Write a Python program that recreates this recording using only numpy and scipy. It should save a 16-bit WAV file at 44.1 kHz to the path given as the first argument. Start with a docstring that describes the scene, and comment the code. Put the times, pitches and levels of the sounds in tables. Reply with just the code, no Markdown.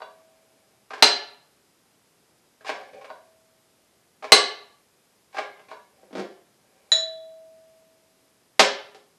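"""Horseshoe magnets on iron poles

On a steel cart in a garage, magnets are set on, snap onto and are dragged off a charger's iron poles.
Blows are rattle bursts and damped modes of what is struck, plus the cart; drags are dense clicks.
A magnet held free rings long, another is dropped on the tray; bare walls answer for about half a second.
The small camera microphone has little bass, hisses, clips at full scale and cuts the top.
"""
import sys
import numpy as np
from scipy import signal
from scipy.fft import rfft, irfft
from scipy.io import wavfile
from scipy.ndimage import uniform_filter1d

SR = 44100
rng = np.random.default_rng(int(sys.argv[2]) if len(sys.argv) > 2 else 0)


def digitize_waveform(pressure):
    """Quantize a signal to 16-bit integers and store it at the path in sys.argv[1].

    Rows of a 2-D input are taken as channels; values are limited to [-1, 1].
    """
    field = np.atleast_2d(pressure).T
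    bounded = np.clip(field, -1, 1)
    quanta = np.round(bounded * 32767).astype(np.int16)
    wavfile.write(sys.argv[1], SR, quanta)


N = 404838  # samples

# how a body answers: (modes per listed pitch, relative spread of their pitch)
DENSE, PLAIN, CLEAR = (6, 0.02), (1, 0.005), (1, 0)


# magnets snapping home: start_s, level_db
SNAP_TIMES = [(1.024, -5.5), (4.32, -4)]
# magnet clamped to the poles: pitch_hz, level_db, t60_s
CLAMPED_MODES = [(856, 1, 0.021), (1103, -5.5, 0.036), (1670, -13.5, 0.022), (2089, -5, 0.055),
                 (2970, -9.5, 0.034), (3361, -11.5, 0.032), (3940, -6.5, .025), (4096, -1, .035),
                 (4090, -0.5, 0.055), (4600, -1, 0.038), (5510, -15.5, 0.025), (6246, -14.5, 0.084),
                 (7730, -16, 0.02), (8330, -16, 0.09), (10464, -22, 0.052)]


def snaps():
    """Pulled home by its own force, the magnet and poles ring briefly as one loaded casting."""
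    return blows(SNAP_TIMES, CLAMPED_MODES, DENSE, rattle_db=-1.0, rattle_s=0.021, rise_s=0.0061,
                 soft_hz=3000, treble_db=0.6, cart_db=-13, size=SR // 4)


# magnets touching the poles: start_s, level_db
KNOCK_TIMES = [(0.905, -37.5), (0.933, -34), (0.979, -42.5), (2.608, -53), (2.646, -42.5), (2.691, -25.5),
               (2.811, -46.5), (3.012, -46.5), (3.044, -43.5), (4.224, -39.5), (4.241, -32.5),
               (5.344, -39.5), (5.368, -31.5), (5.382, -25.5), (5.593, -52)]
# iron poles: pitch_hz, level_db, t60_s
POLE_MODES = [(636, -4, 0.044), (800, -0.5, 0.042), (1055, 0, 0.035), (1270, -1, 0.017), (1616, 3.5, 0.021),
              (2288, 0, .014), (2420, -5, .012), (2760, -9.5, 0.016), (4030, -16, 0.023), (4400, -18, .014),
              (5300, -20, .012)]


def knocks():
    """Softer contacts ring the heavy poles for a few hundredths of a second."""
    return blows(KNOCK_TIMES, POLE_MODES, DENSE, rattle_db=-2.0, rattle_s=0.041, rise_s=0.03,
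                 soft_hz=2670, treble_db=-10.5, cart_db=-12, harder=-0.05, shakier=0.2, size=SR // 4)


# magnets half off the poles: start_s, level_db
LIFT_TIMES = [(0.003, -45.5), (0.018, -36.5), (3.094, -47.5), (3.101, -36.5), (5.714, -40), (5.731, -42.5)]
# half-lifted magnet: pitch_hz, level_db, t60_s
LIFTING_MODES = [(628, -6.5, 0.068), (743, -15, 0.1), (967, 0.5, 0.032), (1040, -31, 0.083),
                 (1143, -4.5, 0.035), (1490, -8, 0.045), (1810, -19.5, 0.029), (2830, -17.5, 0.075),
                 (3420, -21, 0.18), (3900, -11, 0.083), (4615, -7.5, 0.048)]


def lifts():
    """A half-lifted magnet is only partly damped by the iron."""
    return blows(LIFT_TIMES, LIFTING_MODES, PLAIN, rattle_db=-6.5, rattle_s=0.027, rise_s=0.0048,
                 soft_hz=2130, treble_db=-16, cart_db=-10.5, size=SR // 3)


# blows on a magnet held free: start_s, level_db
CLINK_TIMES = [(.018, -59.5), (3.1, -60.5), (6.918, -13)]
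# free magnet: pitch_hz, level_db, t60_s
FREE_MODES = [(646, -22.5, 1.9), (1860, -20, 0.17), (1792, -22, 0.051), (3419, -20.5, 0.36),
              (3740, -16, 0.139), (3957, -7.5, 0.29), (3934, -3.5, 0.1), (4060, -20.5, 0.17),
              (5370, -21.5, 0.085), (6928, -13.5, 0.13), (6935, -11.5, 0.011), (8000, -38, 0.15),
              (10280, -27.5, 0.062), (10700, -30, 0.053)]


def clinks():
    """With nothing to damp it, a free magnet rings long and clear."""
    return blows(CLINK_TIMES, FREE_MODES, CLEAR, rattle_db=-15.5, rattle_s=0.014, rise_s=0.0031,
                 soft_hz=998, treble_db=-7.5, cart_db=-40.5, harder=0.94, size=SR * 2)


# loose iron touched as a magnet tears free: start_s, level_db
PING_TIMES = [(5.384, -60)]
# loose iron piece: pitch_hz, level_db, t60_s
LOOSE_MODES = [(2068, 0, 1), (2370, -6, 0.45)]


def pings():
    """A loose iron piece pings faintly on two clear modes."""
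    return blows(PING_TIMES, LOOSE_MODES, CLEAR, rattle_db=-21, rattle_s=0.02, rise_s=0.0092,
                 soft_hz=4000, treble_db=0, cart_db=-40, size=SR)


# magnet landing on the tray: start_s, level_db
DROP_TIMES = [(8.594, -9), (8.946, -50.5)]
# tray: pitch_hz, level_db, t60_s
TRAY_MODES = [(1070, -10, 0.012), (1334, -4.5, 0.0087), (1620, -10.5, 0.011), (2040, -3, 0.031),
              (3010, 10, 0.0093), (4000, -9, .008), (4700, -5, .008), (6000, -21.5, .008),
              (7600, -17, .008)]


def drops():
    """Rattle outweighs the short modes of the struck tray."""
    return blows(DROP_TIMES, TRAY_MODES, DENSE, rattle_db=16.5, rattle_s=0.042, rise_s=0.0087,
                 soft_hz=2930, treble_db=-1.2, cart_db=-2, shakier=0.21, size=SR // 4)


# jolts of the cart's wheels: start_s, level_db
JOLT_TIMES = [(6.03, -51.5), (6.107, -47.5), (6.128, -37), (6.152, -30), (6.169, -31.5), (6.18, -30.5),
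              (6.193, -27.5), (6.217, -42.5), (8.598, -19.5)]
# wheels: pitch_hz, level_db, t60_s
WHEEL_MODES = [(202.5, -5, 0.089), (268, -4, 0.049), (365, 3.5, 0.025), (518, -14.5, 0.086),
               (668, -8, 0.038), (1576, -8.5, 0.024), (2120, -10, 0.015), (2340, -5, 0.018),
               (3480, 7, 0.0042)]


def jolts():
    """Each jolt rings the wheels low and dull."""
    return blows(JOLT_TIMES, WHEEL_MODES, DENSE, rattle_db=-5.5, rattle_s=0.046, rise_s=0.012,
                 soft_hz=1570, treble_db=-9.5, cart_db=-12, harder=0.27, size=SR // 4)


# steel cart under everything: pitch_hz, level_db, t60_s
CART_MODES = [(267, -7.5, 0.064), (340, -12, 0.093), (418, 1, 0.077), (565, 0, 0.065), (770.6, -6, 0.14)]
# short rattle of the meeting faces: pitch_hz, level_db (per Hz)
RATTLE_SPECTRUM = [(60, -32), (200, -20), (500, 1.5), (1000, -0.5), (2500, -2.5), (5000, -4.5), (9000, -20),
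                   (14000, -34.5)]
FIRM_DB = -30  # level of a firm blow


def blows(events, modes, kind, rattle_db, rattle_s, rise_s, soft_hz, treble_db, cart_db, size,
          harder=0, shakier=0):
    """A blow excites modes, rattle and cart.

    Per dB above a firm blow the treble gains `harder` dB and the cart's share loses `shakier` dB.
    """
    out = np.zeros(N + SR * 3)  # room for the last ring
    t = np.arange(size) / SR
    # two equal filters in a row on each side of soft_hz
    low = np.tile(signal.butter(2, soft_hz, "low", fs=SR, output="sos"), (2, 1))
    high = np.tile(signal.butter(2, soft_hz, "high", fs=SR, output="sos"), (2, 1))
    rise = 1 - fade(t, rise_s)
    for start_s, level_db in events:
        over_db = level_db - FIRM_DB
        burst = rng.standard_normal(size) * fade(t, rattle_s) * rise
        rattle = colour(even(burst, 200), RATTLE_SPECTRUM)
        hit = unit(ring(modes, t, kind) * rise) + undb(rattle_db) * unit(rattle)
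        treble = undb(treble_db + harder * over_db) * signal.sosfilt(high, hit)
        hit = unit(signal.sosfilt(low, hit) + treble)
        cart = unit(ring(CART_MODES, t, PLAIN) * rise * (1 - t / t[-1]))
        hit = hit + undb(cart_db - shakier * over_db) * cart
        k = int(start_s * SR)
        out[k:k + size] += undb(level_db) * hit
    return out[:N]


# metal dragged or faintly shuffled over the poles, dying as a magnet settles, swelling as one tears free:
# start_s, end_s, start_level_db, end_level_db, cart_share_db
DRAG_SPANS = [(0.098, 0.75, -76, -80, 3), (0.9, 1.012, -52.5, -63.5, -7), (2.644, 2.69, -51.5, -29.5, -26),
              (2.7, 2.916, -49.5, -68, 5), (2.924, 3.1, -53, -83, 12), (4.222, 4.305, -55, -61.5, -7),
              (5.325, 5.378, -57, -41, -24), (5.68, 5.73, -56, -50.5, -0.5), (5.9, 6.09, -78.5, -76, 11.5),
              (6.597, 6.91, -80, -71.5, 6.5)]
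DRAG_EDGE_S = 0.0049  # a drag bites and lets go within this time


def drags(rate=900, spread_db=1.0, grit_db=-5):
    """Stick-slip: `rate` uneven clicks a second into poles and cart, also heard directly as grit."""
    t, now = np.arange(SR // 4) / SR, np.arange(N) / SR
    press, shake = np.zeros(N), np.zeros(N)
    for start_s, end_s, first_db, last_db, cart_db in DRAG_SPANS:
        grip = np.clip(np.minimum(now - start_s, end_s - now) / DRAG_EDGE_S, 0, 1)
        force = grip * undb(np.interp(now, [start_s, end_s], [first_db, last_db]))
        press += force
        shake += force * undb(cart_db)
    slips = rng.random(N) < rate / SR
    strength = undb(spread_db * rng.exponential(size=N))
    clicks = slips * strength * np.sign(rng.standard_normal(N))
    grit = colour(clicks, RATTLE_SPECTRUM)
    out = undb(grit_db) * press * grit / np.std(grit)
    for weight, modes in ((press, POLE_MODES), (shake, CART_MODES)):
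        body = ring(modes, t, DENSE)
        body = body / np.sqrt(np.sum(body ** 2))
        out = out + signal.fftconvolve(weight * clicks / np.std(clicks), body)[:N]
    return out


# how long the bare walls answer: pitch_hz, t60_s
GARAGE_DECAY = [(100, 0.53), (260, 0.41), (700, 0.54), (1840, .49), (4850, 0.43), (11000, 0.13)]


def garage(dry, wet_db=0.5, gap_s=0.003, early_db=4.0, early_s=0.15):
    """Direct sound, strong near echoes, then a diffuse tail whose top treble dies first."""
    t = np.arange(int(0.9 * SR)) / SR
    noise = rfft(rng.standard_normal(len(t)))
    f = np.arange(len(t) // 2 + 1) * SR / len(t)
    tail = 0
    for hz in 60 * 2 ** np.arange(0, 8.5, 0.5):  # overlapping half-octave bands
        band = np.clip(1 - 2 * np.abs(np.log2(np.maximum(f, 1) / hz)), 0, 1)
        tail = tail + irfft(noise * band, len(t)) * fade(t, on_log(GARAGE_DECAY, hz))
    early = 1 + undb(early_db) * fade(t, early_s)
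    arrival = np.clip(t / gap_s - 1, 0, 1)  # silent for gap_s, full after twice that
    tail = even(tail * early * arrival, 40)
    return dry + undb(wet_db) * signal.fftconvolve(dry, tail / np.sqrt(np.sum(tail ** 2)))[:N]


# microphone noise and far room air: pitch_hz, level_db (per Hz, relative)
HISS_SPECTRUM = [(12, -57.5), (20, -28), (112, -4.5), (214, -3), (238, -3.5), (329, -3.5), (387, -3),
                 (1050, -10), (1660, -12.5), (4610, -15.5), (5000, -12.5), (5420, -15.5), (12500, -17),
                 (16200, -43), (22000, -120)]
HISS_DB = -64
WHINE_HZ, WHINE_DB = 5000, -85


def hiss():
    """Coloured noise for microphone and far room air, with a thin wavering whine."""
    air = colour(rng.standard_normal(N), HISS_SPECTRUM)
    sway_hz = 1500 * uniform_filter1d(rng.standard_normal(N), SR // 8)  # averaging leaves about 20 Hz
    whine = np.sin(2 * np.pi * np.cumsum(WHINE_HZ + sway_hz) / SR)
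    return undb(HISS_DB) * air / np.std(air) + undb(WHINE_DB) * whine


SCATTER_DB = 2  # chance spread of mode levels


def ring(modes, t, kind):
    """Damped sines, in clusters for loaded castings; chance sets sign, share and exact pitch."""
    count, detune = kind
    f, db, t60 = np.repeat(np.transpose(modes), count, axis=1)[:, :, None]
    luck = rng.standard_normal(size=(3, len(f), 1))
    gain = undb(db)  # clear bodies keep the listed levels
    if detune:
        gain = np.sign(luck[0]) * undb(db + SCATTER_DB * luck[1])
    pitch_hz = f * (1 + detune * luck[2])
    return np.sum(gain * np.sin(2 * np.pi * pitch_hz * t) * fade(t, t60), axis=0)


def fade(t, t60):
    """Falls 60 dB in t60 seconds."""
    return np.exp(-np.log(1000) * t / t60)


def undb(db):
    """dB to gain."""
    return 10 ** (np.asarray(db) / 20)


def unit(x, count=441):
    """RMS level 1 over the first 10 ms."""
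    return x / np.sqrt(np.mean(x[:count] ** 2))


def on_log(table, hz):
    """A (pitch_hz, value) table read on a log-frequency axis."""
    f, v = np.transpose(table)
    return np.interp(np.log(np.maximum(hz, 1)), np.log(f), v)


def colour(x, table, size=2048):
    """Causal filter with the given spectrum, from the folded cepstrum of its log gain."""
    gain = undb(on_log(table, np.arange(size // 2 + 1) * SR / size))
    cepstrum = irfft(np.log(gain))
    cepstrum[1:size // 2] *= 2
    cepstrum[size // 2 + 1:] = 0
    return signal.fftconvolve(x, irfft(np.exp(rfft(cepstrum))))[:len(x)]


def even(x, width_hz):
    """Many unrelated contacts or echoes sum to an even spectrum: level out lumps wider than width_hz."""
    power = uniform_filter1d(np.abs(rfft(x)) ** 2, size=int(width_hz * len(x) / SR) + 1)
    hz = np.arange(len(power)) * SR / len(x) + 1
    return colour(x, np.transpose([hz, -10 * np.log10(power)]))


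BASS_CUT_HZ, TOP_HZ = 280, 12750


def scene():
    """All metal sounds share the garage; the hiss lies on top."""
    metal = snaps() + knocks() + lifts() + clinks() + pings() + drops() + jolts() + drags()
    # the small capsule hears little bass
    bass_cut = signal.butter(2, BASS_CUT_HZ, "high", fs=SR, output="sos")
    room = signal.sosfilt(bass_cut, garage(metal))
    return (room + hiss())[None]


def record(dry):
    """The microphone's electronics clip at full scale, then a steep low-pass cuts the top."""
    top_cut = signal.ellip(8, 0.2, 60, TOP_HZ, fs=SR, output="sos")
    return signal.sosfilt(top_cut, np.clip(dry, -1, 1))


dry = scene()
out = record(dry)
digitize_waveform(out)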